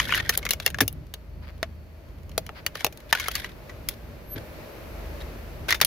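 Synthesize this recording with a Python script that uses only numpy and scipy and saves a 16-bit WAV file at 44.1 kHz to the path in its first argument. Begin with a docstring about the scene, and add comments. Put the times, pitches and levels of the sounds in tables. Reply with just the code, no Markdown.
"""Plastic toy buses snap and grind on asphalt as a car tyre rolls slowly over them, close to the microphone.
Each snap is a decaying noise burst with panel and shard tones, and the underbody throws it back as diffuse
echo. The grinding is dense random fractures and contacts; damped modes sound the caving shells and dull low
thumps. The engine hums as two crankshaft orders, in filtered noise of fan and exhaust; the wash falls after the
start and rises again, and the background steps up at 4.36 s. Rubber creaks, faint ticks, a faint whine and one
thin squeal are also heard."""
import sys
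import numpy as np
from scipy import signal
from scipy.fft import rfft, irfft, next_fast_len
from scipy.io import wavfile
from scipy.ndimage import map_coordinates

SR = 44100
rng = np.random.default_rng(int(sys.argv[2]) if len(sys.argv) > 2 else 0)


def wav_record(signal):
    """Record a signal, one row per channel, as 16-bit PCM in the file named by sys.argv[1]."""
    frames = np.transpose(np.atleast_2d(signal))
    bounded = np.clip(frames, -1, 1)
    # unit amplitude maps onto the largest positive 16-bit level
    quanta = np.round(bounded * 32767).astype(np.int16)
    wavfile.write(sys.argv[1], SR, quanta)


N = 258426
TIME = np.arange(N) / SR

# snaps of the plastic: start_s, base level_db, burst t60_s, ring_hz,
# tilt_db (added to the top band, taken from the second), hollow_db (lowest band against the base level)
SNAPS = [(0, -26.5, 0.017, 2960, -8.5, -24), (0.0912, -39.5, 0.061, 1750, -12, -4),
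         (0.123, -30.5, .016, 1466, -12.5, -18), (0.1453, -32.5, 0.025, 1930, -10, -22),
         (.151, -34.5, 0.039, 1900, 3, -23), (0.1762, -32, 0.018, 1480, -4, -24),
         (0.199, -38.5, 0.032, 1840, -14, -4), (.2926, -20.5, 0.038, 1820, -1.5, -13),
         (0.3754, -33, 0.0029, 3520, 14, -4.5), (.428, -47.5, 0.04, 2190, -11, -12),
         (.452, -34, 0.038, 2000, -1, -4.5), (0.4644, -39, 0.022, 2150, -12.5, -20),
         (0.4898, -34, 0.029, 2160, -1, -26), (.5075, -25, 0.018, 4380, 5, -11.5),
         (.5338, -31, 0.015, 2210, 1.5, -8.5), (0.6, -38.5, 0.016, 4430, -3, -2.5),
         (0.6623, -20.5, 0.011, 1870, 1, -10), (0.6766, -34.5, 0.016, 2100, -4, -21),
         (.7022, -43.5, .017, 2840, 3, -16), (0.7446, -39.5, 0.015, 1660, -12, -24),
         (.786, -36.5, 0.012, 1760, -6.5, 0), (0.8052, -21, 0.027, 1770, -4, -6),
         (.808, -21.5, .046, 1654, 2, -6.5), (0.8788, -35, 0.014, 4940, 11, -9.5),
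         (.9271, -55, .016, 990, 13, -10), (1.139, -41, 0.019, 4470, 3, -6),
         (1.629, -33, 0.011, 1950, -6.5, -16), (2.2941, -56.5, .015, 2920, 0.5, 0.5),
         (2.316, -58, .013, 4150, -2, -6), (2.3786, -28.5, 0.013, 2560, 3.5, 2.5),
         (2.465, -47, 0.0088, 2360, 1, -17), (2.4914, -47, 0.0075, 1280, -10.5, 7),
         (2.664, -26.5, 0.011, 1905, 0, -14.5), (2.7543, -38.5, 0.015, 1820, -5, -1),
         (2.8063, -41, 0.019, 2290, -5, -6), (2.8456, -24, 0.0081, 2600, 2.5, 1),
         (2.865, -33.5, .02, 2670, .5, 2), (2.9244, -51, 0.037, 2420, 1, -6.5),
         (2.9738, -53, 0.014, 4100, 4, -14), (3.0025, -56, .026, 2170, 0, -10),
         (3.1265, -19.5, .025, 1760, -5, -14), (3.1502, -30, 0.025, 1480, -6.5, -8),
         (3.173, -43, .027, 1670, -9, -4.5), (3.1977, -32.5, 0.05, 2185, -3, -22),
         (3.2581, -44.5, .059, 2170, -10, -18), (3.283, -27, 0.015, 1314, -1.5, -8.5),
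         (3.315, -43, 0.027, 4600, 4, -15), (3.3526, -30, 0.034, 4480, 0.5, -25),
         (3.444, -40.5, 0.023, 1960, -11, -22), (3.694, -50, 0.055, 1950, -9.5, -14),
         (3.8869, -30, 0.023, 2021, 6, -36), (5.683, -35.5, 0.062, 1553, -5, -1.5),
         (5.706, -25.5, 0.021, 1920, -1.5, -18), (5.7243, -24.5, 0.019, 2040, -8, -15),
         (5.7434, -35, 0.076, 3610, -3, -7), (5.8023, -40, .008, 1530, -6, -19),
         (5.8132, -18.5, 0.031, 3640, 0.5, -8.5), (5.848, -26.5, .015, 4570, 9, -29)]
# bands of a snap, hollow to fizz: low_hz, high_hz
SNAP_BANDS = [(390, 850), (1040, 2500), (2650, 7300), (8600, 16000)]
BAND_FILTERS = [signal.butter(4, band, "band", fs=SR, output="sos") for band in SNAP_BANDS]
# underbody echo in each band: side_share (0-1, energy that differs between the ears), echo_db, echo_t60_s
UNDERBODY_ECHO = [(.06, -15, .08), (.1, -16, .075), (.26, -19, .058), (.45, -21, .048)]
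# small, high-ringing panels snap with a harder edge: ring_hz, third_band_db
HARD_EDGE = [(1400, -3), (1850, 2), (3000, 3), (4500, 5.5)]
# balance of a snap in each band: left_over_right_db
SNAP_LEFT_DB = [2, 1.7, 4.1, 1]
# splinters trail each snap, longer after a long tear: level (dB), base t60 (s), added t60 per burst t60
SPLINTER_DB, SPLINTER_T60, SPLINTER_PER_T60 = -25.5, 0.057, 2.5
# the panel's tone in the tear, louder in dull snaps: level at no tilt (dB), fall per dB of tilt
PANEL_DB, PANEL_PER_TILT = -7.5, 0.1

# strokes of grinding plastic: start_s, end_s, level_db before the taper, treble_db (shelf before levelling)
GRIND_STROKES = [(0, 0.104, -33.5, 2), (0.099, 0.162, -25, 0), (0.157, 0.214, -27, -8),
                 (0.217, .31, -40, -6), (0.321, 0.36, -32, 9), (0.37, 0.397, -38, 11),
                 (0.416, 0.47, -50, -3), (.512, 0.532, -30.5, 25), (.612, 0.721, -45, 10),
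                 (.812, .839, -34.5, 9), (2.739, 2.896, -43.5, 6), (3.09, 3.114, -42.5, 7),
                 (3.132, 3.296, -36, -1), (3.3, 3.475, -37.5, 3.5), (3.452, 3.526, -50, -1),
                 (3.894, 3.946, -47, 16), (4.358, 4.389, -40.5, -10), (5.203, 5.226, -42.5, 3),
                 (5.682, 5.756, -25.5, 0), (5.813, 5.84, -25.5, -5)]
# relative spectrum of grinding plastic: frequency_hz, density_db
GRIND_SPECTRUM = [(180, -42), (300, -24), (842, -20), (1120, -20), (1280, -23.5), (1460, -6), (2210, -6.5),
                  (2610, -18.5), (3290, -6.5), (4520, -13), (6960, -23.5), (7690, -23), (10900, -23),
                  (14200, -26.5), (16000, -40.5)]

# engine hum: time_s, nominal turns_per_s, hum_db before wobble, third_over_second_order_db before wobble
ENGINE_ORDERS = [(0, 25.8, -44, -7), (.9, 23, -49.5, 8), (1.2, 27.4, -53, -7), (1.4, 25.3, -42.5, 1),
                 (1.95, 26.3, -54, 9.5), (2.1, 27, -46.5, 1), (2.45, 26, -48.5, 0), (2.8, 23, -61, 8),
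                 (3.1, 25.5, -58, -14), (4.3, 24.5, -52.5, 0), (4.8, 24.3, -58, 2), (5, 24.2, -43, -4),
                 (5.86, 24.3, -50.5, -4)]
# exhaust rumble: time_s, level_db before wobble
EXHAUST_LEVEL = [(0, -36.5), (.6, -43), (.85, -38), (1.1, -48.5), (1.45, -42), (1.9, -49.5), (2.3, -43),
                 (2.8, -50), (3.4, -46.5), (4.3, -41.5), (4.7, -47.5), (5.1, -43), (5.86, -41.5)]
# relative spectrum of the exhaust rumble: frequency_hz, density_db
RUMBLE_SPECTRUM = [(12, -50.5), (20, -9), (36, -11), (64, 0.5), (83, -1.5), (123, -6), (156, -6),
                   (193, -11.5), (271, -15.5), (344, -20), (400, -21), (520, -46.5), (880, -120)]
# fan wash, which falls after the start and rises again; the background steps up at 4.36 s: time_s, level_db
# before flutter
FAN_LEVEL = [(0, -43.5), (1.05, -54.5), (1.8, -54), (2.7, -51), (3.7, -46.5), (4.3, -47.5), (4.4, -43),
             (5.1, -42), (5.86, -45.5)]
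# relative spectrum of the fan wash: frequency_hz, density_db
WASH_SPECTRUM = [(110, -33), (180, -18.5), (234, -2), (258, -10.5), (341, -3), (376, -6), (522, -5),
                 (614, -1), (736, -12.5), (798, -11), (1180, -15), (2470, -18), (3370, -24.5), (4310, -24),
                 (9000, -35.5), (11700, -62.5), (19800, -120)]
# relative spectrum of the hiss above the wash: frequency_hz, density_db
HISS_SPECTRUM = [(4710, -41), (8000, -2.5), (9190, -8.5), (11900, -5), (13600, -1), (14600, -5),
                 (16000, -10)]
# hiss against the mean wash (dB), and its swing in dB per dB of wash
HISS_DB, HISS_GROWS = -13.5, 1.09
# stereo width of noise: frequency_hz, side_over_mid_db
STEREO_WIDTH = [(60, -11.5), (500, -6.5), (2000, 0), (4500, -2), (9000, 1)]

# random ticks while the wheel's weight is on the toys: time limits (s), highest level and tilt (dB)
TICKS_FROM, TICKS_TO = 0.55, 3.05
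TICK_DB, TICK_TILT_DB = -64.5, 2

# dull low thumps: start_s, gain_db on modes and thud
DULL_THUMPS = [(.812, 5), (4.36, -8.5)]
# modes of a thump's brief low ring: mode_hz, level_db before the thump's gain, t60_s
THUMP_MODES = [(105.2, -25.5, 0.26), (151.3, -21, 0.086), (270.4, -15, 0.064), (430, -25, 0.086)]
# relative spectrum of the unpitched thud: frequency_hz, density_db
THUD_SPECTRUM = [(50, -24.5), (100, -5), (170, -0.5), (330, -4), (650, -11.5), (1100, -26), (2500, -69)]
# thud: noise level before its envelope and the thump's gain (dB), t60 (s), rise time constant (s)
THUD_DB, THUD_T60, THUD_RISE_S = -27.5, 0.12, 0.0036

# creaks of rubber slipping on plastic: start_s, end_s, nominal slips_per_s, level_db before the taper
RUBBER_CREAKS = [(1.412, 1.471, 170, -50.5), (1.458, 1.518, 105, -46.5), (2.539, 2.62, 230, -43.5)]
# relative spectrum of a creak: frequency_hz, density_db
CREAK_SPECTRUM = [(250, -31.5), (600, -1), (1300, 0.5), (2500, -1), (3600, -9), (4700, -4.5), (6500, -31),
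                  (16000, -23)]

# a toy body caves in: start_s, gain_db on all modes, lowest_mode_hz
CAVE_INS = [(1.629, -22, 657.5), (2.379, -22, 643), (2.846, -21.5, 468), (3.128, -20, 918)]
# modes of a hollow toy body: multiple of the lowest mode, level_db before the cave-in's gain, t60_s
SHELL_MODES = [(1, 3, 0.05), (1.4, -9.5, 0.023), (2.08, -4, 0.011), (3.22, -10.5, 0.027), (5.65, 0, 0.012)]

# microphone response: frequency_hz, gain_db
MICROPHONE_RESPONSE = [(100, 1), (6500, -1.5), (7400, -6), (8100, -9), (9000, -6), (10500, 1), (15500, 0.5),
                       (16600, -18)]
TOP_HZ = 16700  # centre of the steep cut-off


def amp(db):
    """Decibel law: level to amplitude ratio."""
    return 10 ** (np.asarray(db) / 20)


def unit(x):
    """Mean-square normalisation: scale to rms 1."""
    return x / np.sqrt(np.mean(x ** 2) + 1e-20)


def curves(rows):
    """Linear interpolation: one value per sample for each column after the time."""
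    s, *columns = np.transpose(rows)
    return [np.interp(TIME, s, column) for column in columns]


def wobble(rate):
    """Band-limited fluctuation: a spline through random knots, rate of them a second."""
    knots = rng.standard_normal(int(N * rate / SR) + 4)
    return map_coordinates(knots, [TIME * rate])


def colour(x, points):
    """Linear filtering: a zero-phase gain through (Hz, dB) points on a log frequency axis."""
    size = next_fast_len(x.shape[-1] + 8192)
    hz, db = np.transpose(points)
    log_hz = np.log(np.fft.rfftfreq(size, 1 / SR) + 1)
    gain = amp(np.interp(log_hz, np.log(hz), db))
    return irfft(rfft(x, size) * gain, size)[..., :x.shape[-1]]


def pan(left_db):
    """Interaural level difference: half the dB goes to each channel, with opposite signs."""
    return amp(np.array([[left_db], [-left_db]]) / 2)


def widen(pair):
    """Mid-side stereo: two unrelated signals give narrower bass and wide treble."""
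    mid, side = pair[0], colour(pair[1], STEREO_WIDTH)
    return np.array([mid + side, mid - side])


def rush(spectrum):
    """Broadband turbulence model: coloured stereo noise of rms 1."""
    return unit(widen(colour(rng.standard_normal((2, N)), spectrum)))


def fade(t, t60):
    """Exponential damping: 60 dB is lost in t60."""
    return np.exp(-np.log(1000) * t / t60)


def add(track, s, sound):
    """Superposition: mix a sound into the track at time s."""
    start = int(np.clip(round(s * SR), 0, N - 1))
    track[:, start:start + sound.shape[1]] += sound[:, :N - start]


def fracture(t, t60, ring_hz, ring_db, shard_db, shard_t60, count=14):
    """Impulsive release of strain: a tearing noise burst with damped tones of panel and shards."""
    tear = fade(t, t60) + amp(1) * fade(t, 0.0026)
    burst = rng.standard_normal(len(t)) * tear
    panel_tone = np.sin(2 * np.pi * ring_hz * t + rng.uniform(0, 2 * np.pi))
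    panel = amp(ring_db) * panel_tone * fade(t, t60 + 0.0076)

    shard_hz = np.exp(rng.uniform(np.log(2700), np.log(15500), (count, 1)))
    life = shard_t60 * np.sqrt(2000 / shard_hz)  # small pieces ring higher and shorter
    shard_gain = amp(shard_db + rng.normal(0, 3.9, (count, 1)))
    shard_phase = rng.uniform(0, 2 * np.pi, (count, 1))
    shards = shard_gain * np.sin(2 * np.pi * shard_hz * t + shard_phase) * fade(t, life)

    opening = 1 - np.exp(-t / (0.016 * t60))  # a long tear also takes longer to open
    return (burst + panel + shards.sum(0)) * opening


def snap(level_db, t60, ring_hz, tilt_db, hollow_db):
    """Brittle fracture with diffuse reflection: bands have their own level, echo and stereo share."""
    t, first = TIME[:SR // 12], SR // 100  # each band is levelled over its first 10 ms
    edge_db = np.interp(ring_hz, *np.transpose(HARD_EDGE))
    levels = level_db + np.array([hollow_db, -tilt_db, edge_db, tilt_db])
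    panel_db = PANEL_DB - PANEL_PER_TILT * tilt_db
    front = fracture(t, t60, ring_hz, ring_db=panel_db, shard_db=-16.5, shard_t60=0.044)
    aside = fracture(t, t60, ring_hz, ring_db=-18, shard_db=-14.0, shard_t60=0.066)

    scatter = rng.standard_normal((2, len(t)))
    crumbs = unit(rng.standard_normal((2, len(t))) * rng.exponential(size=len(t)))
    splinters = amp(SPLINTER_DB) * crumbs * fade(t, SPLINTER_T60 + SPLINTER_PER_T60 * t60)

    sound = np.zeros((2, len(t)))
    for sos, echo_row, db, left_db in zip(BAND_FILTERS, UNDERBODY_ECHO, levels, SNAP_LEFT_DB):
        side_share, echo_db, echo_t60 = echo_row
        echo = scatter * amp(echo_db) * fade(t, echo_t60)
        mid, side = signal.sosfilt(sos, [front, aside] + splinters + echo)
        mid = mid * np.sqrt((1 - side_share) / np.mean(mid[:first] ** 2))
        side = side * np.sqrt(side_share / np.mean(side[:first] ** 2))
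        sound += amp(db) * np.array([mid + side, mid - side]) * pan(left_db)
    return sound


def cracks():
    """Successive brittle failure: the shells give way one snap after another."""
    track = np.zeros((2, N))
    for s, *shape in SNAPS:
        add(track, s, snap(*shape))
    return track * amp(-0.78)


def grains(rate, size_db, grain_t60):
    """Shot noise: energies of dense, uneven tiny fractures add into a noise envelope."""
    sizes = amp(size_db * np.minimum(rng.exponential(size=N), 3))
    hits = (rng.random(N) < rate / SR) * sizes
    power = signal.fftconvolve(hits ** 2, fade(TIME[:SR // 20], grain_t60) ** 2)[:N]
    return np.sqrt(np.abs(power)) * rush(GRIND_SPECTRUM)


def rattle(rate, centre_hz, spread, t60):
    """Repeated impact excitation: loose plastic parts chatter, each contact with its own short ring."""
    t, count = TIME[:SR // 25], int(rate * N / SR)
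    pitch, size, side = rng.standard_normal((count, 3)).T[:, :, None]
    ring_hz = centre_hz * np.exp(spread * pitch)
    pings = amp(5.2 * size) * np.sin(2 * np.pi * ring_hz * t) * fade(t, t60)
    at = rng.integers(0, N, (count, 1)) + np.arange(len(t))
    ears = [np.bincount(at.ravel(), (pings * amp(ear * side)).ravel(), N)[:N] for ear in (2, -2)]
    return unit(np.array(ears))


def grinding():
    """Frictional micro-fracture: pressed plastic scrapes the asphalt, crazes and rattles."""
    crazing = grains(rate=520, size_db=6.0, grain_t60=0.038)
    chatter = rattle(rate=260, centre_hz=1993, spread=0.34, t60=0.03)
    crunch = crazing + amp(5.5) * chatter
    treble = signal.sosfilt(signal.butter(1, 6000, "high", fs=SR, output="sos"), crunch)
    track = np.zeros((2, N))
    for start, end, db, treble_db in GRIND_STROKES:
        first = int(np.clip(start * SR, 0, N - SR // 200))
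        span = slice(first, max(int(end * SR), first + SR // 200))  # at least 5 ms
        stroke = unit(crunch[:, span] + (amp(treble_db) - 1) * treble[:, span])
        add(track, start, amp(db) * stroke * signal.windows.tukey(stroke.shape[1], 0.2))
    return track * pan(0.93)


def engine():
    """Harmonic excitation by rotation: crankshaft orders two and three, over exhaust and fan noise."""
    speed, hum_db, third_db = curves(ENGINE_ORDERS)
    turn = 2 * np.pi * np.cumsum(speed * (1 + 0.0093 * wobble(12))) / SR
    second = amp(-third_db / 2 + 1.5 * wobble(11)) * np.sin(2 * turn)
    third = amp(third_db / 2 + 2.4 * wobble(9)) * np.sin(3 * turn)
    hum = np.sqrt(2) * amp(hum_db) * (second + third)

    (rumble_db,), (wash_db,) = curves(EXHAUST_LEVEL), curves(FAN_LEVEL)
    rumble = amp(rumble_db + 1.5 * wobble(8)) * rush(RUMBLE_SPECTRUM)
    flutter_db = 0.6 * wobble(10)
    wash = amp(wash_db + flutter_db) * rush(WASH_SPECTRUM)
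    mean_db = wash_db.mean()
    hiss_db = mean_db + HISS_DB + HISS_GROWS * (wash_db - mean_db)
    hiss = amp(hiss_db) * rush(HISS_SPECTRUM)
    return hum + rumble + (wash + hiss) * pan(1.2)


def whine(hz=4450):
    """Random frequency modulation: a faint, fuzzy whine from the engine bay comes and goes."""
    phase = 2 * np.pi * np.cumsum(hz + 100 * wobble(300)) / SR
    level_db = -74 + 2.5 * wobble(3) + 2 * wobble(20)
    return amp(level_db) * np.sin(phase)


def ticks(count=8):
    """Sporadic strain release: plastic ticks faintly at random moments."""
    track = np.zeros((2, N))
    for when, size, pitch in rng.random((count, 3)):
        s = TICKS_FROM + when * (TICKS_TO - TICKS_FROM)
        ring_hz = 2200 * 2 ** pitch
        tick = snap(TICK_DB - 8 * size, t60=0.012, ring_hz=ring_hz, tilt_db=TICK_TILT_DB, hollow_db=-14)
        add(track, s, tick)
    return track


def dull_thumps():
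    """Damped modes with a noise transient: a dull thump with a brief low ring."""
    track, t = np.zeros((2, N)), TIME[:SR // 3]
    modes = sum(amp(db) * np.sin(2 * np.pi * hz * t) * fade(t, t60) for hz, db, t60 in THUMP_MODES)
    low_ring = modes * (1 - np.exp(-t / 0.012))
    thud_envelope = fade(t, THUD_T60) * (1 - np.exp(-t / THUD_RISE_S))
    for s, db in DULL_THUMPS:
        noise = unit(colour(rng.standard_normal(len(t)), THUD_SPECTRUM))
        thud = amp(THUD_DB) * noise * thud_envelope
        add(track, s, amp(db) * (low_ring + thud) * pan(0.88))
    return track


def creaks():
    """Stick-slip friction: rubber slips at an uneven rate, each slip a tiny decaying rasp."""
    track, rasp = np.zeros((2, N)), rush(CREAK_SPECTRUM)
    for start, end, rate, db in RUBBER_CREAKS:
        first = int(start * SR)
        span = slice(first, max(int(end * SR), first + SR // 100))  # at least 10 ms
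        slip_phase = np.cumsum(rate * amp(3.2 * wobble(60)[span]) / SR) % 1
        since_slip = slip_phase / rate
        stroke = unit(rasp[:, span] * fade(since_slip, 0.02))
        add(track, start, amp(db) * stroke * signal.windows.tukey(stroke.shape[1], 0.8))
    return track * pan(1.6)


def rings():
    """Modal vibration of a shell: a caving toy body rings at a pitch set by what is left of it."""
    track, t = np.zeros((2, N)), TIME[:SR // 6]
    for s, db, hz in CAVE_INS:
        ring = np.zeros(len(t))
        for multiple, mode_db, t60 in SHELL_MODES:
            ring += amp(mode_db) * np.sin(2 * np.pi * hz * multiple * t) * fade(t, t60)
        add(track, s, amp(db) * ring * pan(1.6))
    return track


def squeal(start=4.262, peak=4.343, hz=12420, db=-33):
    """Friction-driven oscillation: a thin, brief squeal swells and stops, as from a brake pad."""
    times = [start - 0.05, start, peak - 0.02, peak, peak + 0.025]
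    swell = amp(np.interp(TIME, times, [-100, -32, -2, 1, -50], right=-100))
    phase = 2 * np.pi * np.cumsum(hz * (1 + 0.002 * wobble(300))) / SR
    return amp(db) * swell * np.sin(phase) * pan(2.4)


def scene():
    """Superposition of sources: breaking toys in front of the running car."""
    breaking = cracks() + grinding() + ticks() + rings()
    background = engine() + whine()
    return breaking + background + dull_thumps() + creaks() + squeal()


def record(dry):
    """Transducer response: a notch in the treble, clipping at full scale, then a steep band end."""
    heard = np.clip(colour(dry, MICROPHONE_RESPONSE), -1, 1)
    return colour(heard, [(TOP_HZ - 100, 0), (TOP_HZ + 100, -120)])


dry = scene()
out = record(dry)
wav_record(out)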